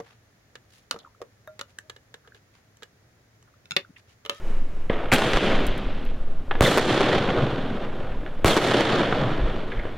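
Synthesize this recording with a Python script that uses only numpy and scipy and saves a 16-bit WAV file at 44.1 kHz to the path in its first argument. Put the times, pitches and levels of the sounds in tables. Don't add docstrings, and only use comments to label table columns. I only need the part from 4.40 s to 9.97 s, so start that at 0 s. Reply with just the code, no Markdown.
import sys
import numpy as np
from scipy import signal
from scipy.fft import rfft, irfft
from scipy.io import wavfile
from scipy.ndimage import uniform_filter1d

SR = 44100
rng = np.random.default_rng(int(sys.argv[2]) if len(sys.argv) > 2 else 0)


def transcribe(signal):
    frames = np.atleast_2d(signal).T
    limited = np.clip(frames, -1, 1)
    pcm = np.round(limited * 32767).astype(np.int16)
    wavfile.write(sys.argv[1], SR, pcm)


N = 245637

# [t/s, crack level/dB, thump level/dB]
BURSTS = [(2.2084, 12, 0), (4.0459, 10, -1.5)]
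# [t/s, pulse level/dB, pulse length/ms, spray level/dB]
LIFT_PUFFS = [(0.7171, -30, 0.26, -20), (0.7216, 4, 0.42, -14.5), (0.7269, -7, 2.5, -10.5),
              (0.732, -13, 0.62, -16), (0.7357, -1, 1.25, -7)]
# [t/s, level/dB, pulse length/ms, top f/Hz]
WALL_SLAPS = [(0.784, -1.5, 0.22, 4000), (.8210, -5, 0.92, 3000), (0.9343, 2, 0.13, 3500),
              (0.9613, -6, 0.16, 3000), (0.972, -0.5, 0.44, 3580), (2.2203, -6, 0.26, 9000),
              (2.3747, 2, 0.8, 6040), (2.3801, 2.5, 0.25, 6000), (2.3847, -0.5, 0.43, 6000),
              (2.6075, -1, .4, 3500), (2.6155, -3, .4, 4000), (4.063, -11, 0.34, 9000),
              (4.1675, 1.5, 0.7, 6000), (4.1730, -4, 0.55, 6000), (4.1775, -4.5, 0.46, 6030),
              (4.3205, -2, 0.66, 3000), (4.4085, -3.5, 0.41, 5770)]
# [t/s, pulse level/dB, pulse length/ms, top f/Hz, spray level/dB, knock level/dB]
FAR_KNOCKS = [(.4975, -22, .3, 2200, -21, -28), (.4995, -7.5, 1.6, 550, -14, -25),
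              (2.1104, -14, .3, 2900, -19, -20), (2.1130, -18, .3, 2400, -21, -21),
              (2.1530, -11, .5, 1300, -23, -29), (3.8320, -26, 1.2, 450, -29, -43),
              (3.8620, -23, .3, 1500, -31, -36), (4.9945, -14, .6, 1500, -23, -29),
              (5.3185, -31, .2, 2500, -31, -36), (5.4530, -16, 1.4, 600, -25, -37)]
# [t/s, level/dB]
SPARKS = [(1.1994, -52), (1.267, -34.5), (1.2734, -46), (1.3786, -47), (1.651, -52)]
# [bass level/dB, body level/dB, rush level/dB, boom level/dB, basic hold/s,
# fall per doubling of age/dB, air loss at 10 kHz/(dB/s), side gain of bass and body/dB]
ROLLS = [(-41, -32.5, -37.5, -68, 0.096, 3, 70, -37), (-29.5, -24.5, -32, -44, 0.38, 11, 38, -20),
         (-61, -37.5, -43.5, -61, 0.11, 4, 62, -5), (-29, -22.5, -27, -36.3, 0.61, 10.5, 53, -7.5),
         (-30.7, -23, -27, -38.5, .55, 9, 54, 8.5)]
ROLL_SPLITS_HZ = (300, 1700)
# [f/Hz, level per Hz/dB]
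ROLL_COLOUR = [(60, -8), (90, -5.5), (125, -1.5), (200, 1), (350, 1.5), (550, .5), (950, -8.5),
               (1500, -8.5), (2600, -16), (3500, -11), (4600, -22.5), (7000, -24), (11000, -28.5),
               (16000, -38)]
# [f/Hz, side minus mid level/dB]
WIDTH = [(100, -64), (300, -43.5), (700, -26), (1400, -17), (2000, -17.5), (2800, -16), (4000, -9.5),
         (6000, -2.5), (11000, -6.5)]
# [f/Hz, level per Hz/dB]
TOWN_COLOUR = [(41, -30), (70, -6.5), (78, 0), (92, -10), (129, -9.5), (385, -18), (934, -29),
               (2540, -36.5), (4190, -45), (7910, -54), (9270, -52.5), (14900, -61), (16000, -63)]
TOWN_DB = -44
# [f/Hz, level per Hz/dB]
WIND_COLOUR = [(15, -20), (22, 9.5), (30, -14), (42, -4), (70, -26.5), (120, -23)]
CUTOFF_HZ = 16200
# [f/Hz, level/dB, t60/s]
KNOCK_MODES = [(480, -4, 0.028), (800, -1, 0.027), (1170, -9, 0.036), (1706, -3, 0.082), (2390, -30, 0.017),
               (3550, -19, 0.066)]
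# [t/s, length/s, start f/Hz, end f/Hz, level/dB]
CHIRPS = [(2.244, .014, 3480, 3380, -23.5), (2.249, .036, 2230, 1740, -24), (2.259, .018, 4300, 3850, -31),
          (2.270, .026, 3670, 3300, -25.5), (4.084, .030, 3560, 3300, -31), (4.087, .028, 2200, 1920, -28),
          (4.088, .020, 4400, 3950, -30), (4.107, .044, 3680, 3110, -29)]
# [t/s, level/dB]
HISS_LEVEL = [(0, -45.5), (.09, -40), (.17, -43.5), (.25, -49), (.45, -48), (.6, -67)]
# [f/Hz, level per Hz/dB]
HISS_COLOUR = [(62, -17), (180, 3), (450, 4.5), (750, -5), (1050, -4), (1500, -9), (2500, -10.5),
               (4000, -25), (7500, -26.5), (10000, -39), (16000, -37)]
# [t/s, level before the sway gain/dB]
SWAY_LEVEL = [(0.0, -34.5), (0.15, -17.5), (0.25, -24), (1.04, -33.5), (1.19, -17.5), (1.3, -30),
              (2.08, -21), (2.34, -35.5), (4.11, -28.5), (4.24, -44), (5.03, -28), (5.57, -36.5)]
# [f/Hz, level per Hz/dB]
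SWAY_COLOUR = [(6, -3), (10, 0), (14, -3), (19, -20), (30, -60)]
# [t/s, level/dB]
RUSTLE_LEVEL = [(5.29, -78), (5.32, -37), (5.36, -55), (5.40, -38.5), (5.43, -53), (5.47, -50), (5.52, -66)]
# [t/s, level/dB]
WHOOSH_LEVEL = [(.71, -80), (.735, -22.5), (.80, -31.5), (1.0, -31), (1.08, -29.5), (1.25, -36),
                (1.45, -44.5), (1.7, -50.5), (1.95, -86)]
# [hold ratio, opening flare/dB, flare decay/s, share of the swells]
REGISTERS = [(1.31, 11, .025, 0.67), (1.042, 4.5, 0.11, 0.92), (0.86, 4, 0.051, 0.41),
             (1.28, 22.5, 0.026, 0.25)]
# [delay/s, half width/s, swell/dB, extra boom swell/dB]
SWELLS = [(.31, 0.034, 1.5, 4), (.49, 0.09, 1.5, 3.5), (.63, .035, -3, 1), (0.777, 0.023, 4, 3),
          (.83, .06, 1.5, 12.5), (1.365, 0.024, -1, -2), (1.42, 0.022, 4.5, 10)]
# [t/s, half width/s, depth/dB]
DIPS = [(.772, 0.013, 5.5), (1.0, 0.017, 4), (2.412, 0.046, 2.5), (4.15, 0.011, 3.5), (4.206, 0.021, 5)]
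# [delay/s, pulse level/dB, pulse length/ms, top f/Hz, spray level/dB]
FAR_WALLS = [(.680, -7.5, 1.0, 1300, -16.5), (.7644, -18, 2.0, 400, -23), (.783, -13, 2.4, 350, -18.5)]
BREEZE_DB, BREEZE_FOLLOWS = -39.5, 0.34
# [t/s, half width/s, level/dB]
GUSTS = [(.67, .045, -32), (.955, 0.023, -20.5), (1.11, .025, -30), (1.285, 0.074, -22),
         (1.47, 0.041, -25.5), (1.69, 0.16, -29), (2.18, 0.022, -28), (2.85, .1, -41), (3.06, .025, -38),
         (3.77, 0.071, -30), (4.72, 0.11, -49), (5.03, 0.029, -17.5), (5.12, 0.082, -31),
         (5.38, 0.046, -27)]
GROUND_LOSS_DB_PER_S = 4.5
# [t/s, time its first sound has already spent in the air/s]
ROLL_STARTS = [(0.5, 2.3), (0.722, .05), (2.113, 1.5), (2.219, 0), (4.056, .004)]


def from_db(db):
    return 10 ** (np.asarray(db) / 20)


def rms_one(x):
    return x / np.sqrt(np.mean(x ** 2) + 1e-20)


def in_time(rows):
    s, *columns = np.transpose(rows)
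    return [np.interp(np.arange(N) / SR, s, column) for column in columns]


def at_hz(points, hz):
    point_hz, values = np.transpose(points)
    return np.interp(np.log(hz), np.log(point_hz), values)


def filtered(x, kind, hz, order=2):
    sos = signal.butter(order, np.clip(hz, 5, .45 * SR), kind, fs=SR, output="sos")
    return signal.sosfilt(sos, x)


def drift(rate):
    knots = rng.standard_normal(N // 8)
    return np.interp(np.arange(N) * rate / SR, np.arange(len(knots)), knots) * np.sqrt(3 / 2)


def eased(control):
    return uniform_filter1d(uniform_filter1d(control, size=SR // 300), size=SR // 400)


def hump(s, half_width):
    return np.exp(-np.minimum(((np.arange(N) / SR - s) / half_width) ** 2, 50))


def add(out, s, sound):
    at = int(round(s * SR))
    out[:, at:at + sound.shape[-1]] += sound[..., :N - at]


def spread(pair, side_db):
    mid, side = pair
    return mid + from_db(side_db) * side * np.array([[1], [-1]])


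def narrowed(x, side_db):
    left, right = x
    return spread([(left + right) / 2, (left - right) / 2], side_db)


def noise_bands(colour, grain=1, low_hz=62, count=20):
    white = rng.standard_normal((2, 2, N)) * grain
    edges = np.geomspace(low_hz, CUTOFF_HZ, count + 1)
    for k, (low, high) in enumerate(zip(edges, edges[1:])):
        hz = np.sqrt(low * high)
        pair = filtered(white[k % 2], "band", [low, high])
        yield hz, from_db(at_hz(colour, hz)) * spread(pair, at_hz(WIDTH, hz))


def noise_grain(per_s=260, decay_s=.0025, size_db=3.2, wash=1.4):
    sizes = from_db(size_db * np.minimum(rng.exponential(1, N), 3))
    arrivals = (rng.random(N) < per_s / SR) * sizes
    power = signal.lfilter([1], [1, -np.exp(-1 / (decay_s * SR))], arrivals ** 2 + 1e-18)
    power = wash + power / np.mean(power)
    return np.sqrt(power / uniform_filter1d(power, size=SR // 25))


def moment():
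    return np.arange(SR // 6) / SR


def shock(length_ms):
    phase = moment() * 1000 / length_ms
    return (1 - phase) * np.exp(-phase)


def spray(t60, low_hz, top_hz, side_db):
    t = moment()
    noise = filtered(rng.standard_normal((2, len(t))), "high", low_hz)
    noise = filtered(noise, "low", top_hz)
    return spread(rms_one(noise), side_db) * from_db(-60 * t / t60)


def glide(length, start_hz, end_hz, rough):
    along = np.linspace(0, 1, int(length * SR))
    waver, flicker = drift(1490)[:len(along)], drift(363)[:len(along)]
    path_hz = start_hz * (end_hz / start_hz) ** along ** .8
    hz = path_hz * (1 + rough * waver)
    swell = np.sqrt(np.abs(np.sin(np.pi * along))) * from_db(100 * rough * flicker)
    return swell * np.sin(2 * np.pi * np.cumsum(hz) / SR)


def town():
    grain = from_db(0.47 * drift(60))
    hum = from_db(TOWN_DB) * rms_one(sum(band for _, band in noise_bands(TOWN_COLOUR, grain)))
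    hiss_level, = in_time(HISS_LEVEL)
    hiss = from_db(hiss_level) * rms_one(sum(band for _, band in noise_bands(HISS_COLOUR)))
    left, right = hum + hiss
    side = filtered((left - right) / 2, "high", 7200)
    return spread([(left + right) / 2, side], 0.37)


def lumps(colour, level_db):
    hz = np.arange(N // 2 + 1) * SR / N + 1e-3
    spectrum = rfft(rng.standard_normal(N)) * from_db(at_hz(colour, hz))
    swings = rms_one(irfft(spectrum * (hz > 5) * (hz < 130), N))
    evened = swings / np.sqrt(uniform_filter1d(swings ** 2, size=SR // 8) + 0.012)
    return from_db(level_db) * evened


def wind(sway_gain_db=4.0):
    sway_db, = in_time(SWAY_LEVEL)
    breeze = from_db(BREEZE_DB + BREEZE_FOLLOWS * (sway_db - sway_db.mean()))
    gusts = sum(from_db(level_db) * hump(s, half_width) for s, half_width, level_db in GUSTS)
    force_db = 20 * np.log10(np.hypot(breeze, gusts))
    buffets = spread([lumps(WIND_COLOUR, force_db), lumps(WIND_COLOUR, force_db)], side_db=-36)
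    return buffets + lumps(SWAY_COLOUR, sway_db + sway_gain_db)


def knock():
    t = moment()
    ring = np.zeros(len(t))
    for k, (hz, level_db, t60) in enumerate(KNOCK_MODES):
        ring += from_db(level_db - 60 * t / t60) * np.sin(2 * np.pi * hz * t) * (-1) ** k
    return ring


def thud(level_db, length_ms, top_hz, spray_db):
    trail = from_db(spray_db) * spray(t60=0.026, low_hz=top_hz / 4, top_hz=top_hz, side_db=-29)
    return from_db(level_db) * filtered(shock(length_ms), "low", top_hz) + trail


def far_knocks():
    out = np.zeros((2, N))
    for s, *shape, knock_db in FAR_KNOCKS:
        add(out, s, thud(*shape) + from_db(knock_db) * knock())
    for s, _, _ in BURSTS:
        for delay, *shape in FAR_WALLS:
            add(out, s + delay, thud(*shape))
    return filtered(out + 1e-18, "low", 3550, order=6)


def boom(low_hz=110, high_hz=142):
    note = filtered(rng.standard_normal(N), "band", [low_hz, high_hz])
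    return note / np.sqrt(uniform_filter1d(note ** 2, size=SR // 12) + 1e-9)


def roll_levels(latest, age, lumpy_db=1.12):
    *levels, hold, fall_db, _, _ = np.transpose(ROLLS)
    swell, boom_swell = np.zeros((2, N))
    for delay, half_width, swell_db, boom_db in SWELLS:
        passing = sum(hump(s + delay, half_width) for s, _, _ in BURSTS)
        swell = swell + swell_db * passing
        boom_swell = boom_swell + boom_db * passing
    dips = sum(depth_db * hump(s, half_width) for s, half_width, depth_db in DIPS)
    shared = lumpy_db * drift(24.76) - dips
    out = []
    for level_db, (hold_ratio, flare_db, flare_s, share) in zip(levels, REGISTERS):
        held = hold_ratio * hold[latest]
        past = np.maximum(age - held, 0)
        fallen_db = fall_db[latest] * np.log2(1 + past / held) + GROUND_LOSS_DB_PER_S * past
        flare = flare_db * np.exp(-age / flare_s)
        out.append(level_db[latest] + flare - fallen_db + share * swell + shared)
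    out[-1] = out[-1] + boom_swell
    return eased(np.array(out))


def rolls(patchy_db=0.72):
    t = np.arange(N) / SR
    starts, flown = np.transpose(ROLL_STARTS)
    *_, air_db_per_s, side_db = np.transpose(ROLLS)
    latest = np.maximum(np.searchsorted(starts, t) - 1, 0)
    age = np.maximum(t - starts[latest], 0)
    loss_db = eased(air_db_per_s[latest] * (age + flown[latest]))
    *levels, boom_db = roll_levels(latest, age)
    registers, power = np.zeros((3, 2, N)), np.zeros(3)
    for hz, band in noise_bands(ROLL_COLOUR, noise_grain(), count=26):
        k = np.searchsorted(ROLL_SPLITS_HZ, hz)
        air_db = -loss_db * (max(hz - 3000, 0) / 7000) ** 1.05
        registers[k] += band * from_db(air_db + patchy_db * drift(45))
        power[k] += np.mean(band ** 2)
    bass, body, rush = (x / np.sqrt(p) * from_db(db) for x, p, db in zip(registers, power, levels))
    lower = narrowed(bass + body, side_db[latest]) + from_db(boom_db) * boom()
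    upper = rush * from_db([[-.9], [.9]])
    return (lower + upper) * eased(1. * (t > starts[0]))


def whoosh(level, low_hz, high_hz):
    pair = filtered(rng.standard_normal((2, N)) * noise_grain(), "band", [low_hz, high_hz], order=3)
    level_db, = in_time(level)
    return from_db(level_db) * spread(rms_one(pair), side_db=-47)


def lift():
    out = np.zeros((2, N))
    zip_tone = from_db(-12) * glide(.005, 2800, 1700, rough=.02)
    add(out, LIFT_PUFFS[0][0], zip_tone)
    for s, level_db, length_ms, spray_db in LIFT_PUFFS:
        add(out, s, from_db(level_db) * filtered(shock(length_ms), "low", 4000))
        add(out, s, from_db(spray_db) * spray(t60=0.014, low_hz=1100, top_hz=2100, side_db=-19))
        add(out, s, from_db(spray_db - 20.5) * spray(t60=0.099, low_hz=4000, top_hz=11400, side_db=-7))
    return out


def slaps():
    out = np.zeros((2, N))
    for s, level_db, length_ms, top_hz in WALL_SLAPS:
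        wave = -filtered(filtered(shock(length_ms), "high", 306), "low", top_hz)
        clatter = from_db(-25) * spray(t60=0.069, low_hz=450, top_hz=1260, side_db=-25)
        spatter = from_db(-37.5) * spray(t60=0.029, low_hz=1500, top_hz=top_hz, side_db=3)
        add(out, s, from_db(level_db) * (wave + clatter + spatter))
    return out


def sparks():
    out = np.zeros((2, N))
    for s, level_db in SPARKS:
        add(out, s, from_db(level_db) * spray(t60=0.021, low_hz=4970, top_hz=13000, side_db=-2))
    return out


def bursts(ground_s=0.00204, thump_ms=3.7):
    out = np.zeros((2, N))
    for s, crack_db, thump_db in BURSTS:
        crack = -from_db(crack_db) * filtered(shock(length_ms=0.49), "high", 464)
        thump = from_db(thump_db) * filtered(shock(length_ms=thump_ms), "low", 1050)
        gas_push = -from_db(-42) * filtered(shock(length_ms=47), "low", 90)
        scatter = from_db(-19) * spray(t60=.1, low_hz=200, top_hz=1400, side_db=-18)
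        add(out, s, crack)
        add(out, s + ground_s, -from_db(-19) * crack)
        add(out, s + ground_s, thump)
        add(out, s + 0.0019, gas_push)
        add(out, s + ground_s, scatter)
    return out


def rib_chirps():
    out = np.zeros((2, N))
    for s, length, start_hz, end_hz, level_db in CHIRPS:
        add(out, s, from_db(level_db) * glide(length, start_hz, end_hz, rough=.038))
    return out


def scene():
    cake = lift() + whoosh(WHOOSH_LEVEL, low_hz=1390, high_hz=3450) + bursts() + sparks()
    echoes = slaps() + rib_chirps() + rolls()
    far_off = far_knocks() + whoosh(RUSTLE_LEVEL, low_hz=1530, high_hz=2290)
    return cake + echoes + far_off + town() + wind()


def record(dry):
    knee, room = .42, .1
    below = np.clip(dry, -knee, knee)
    flattened = below + room * np.tanh((dry - below) / room)
    top_cut = signal.ellip(10, .1, 80, CUTOFF_HZ, fs=SR, output="sos")
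    return signal.sosfilt(top_cut, flattened)


dry = scene()
out = record(dry)
transcribe(out)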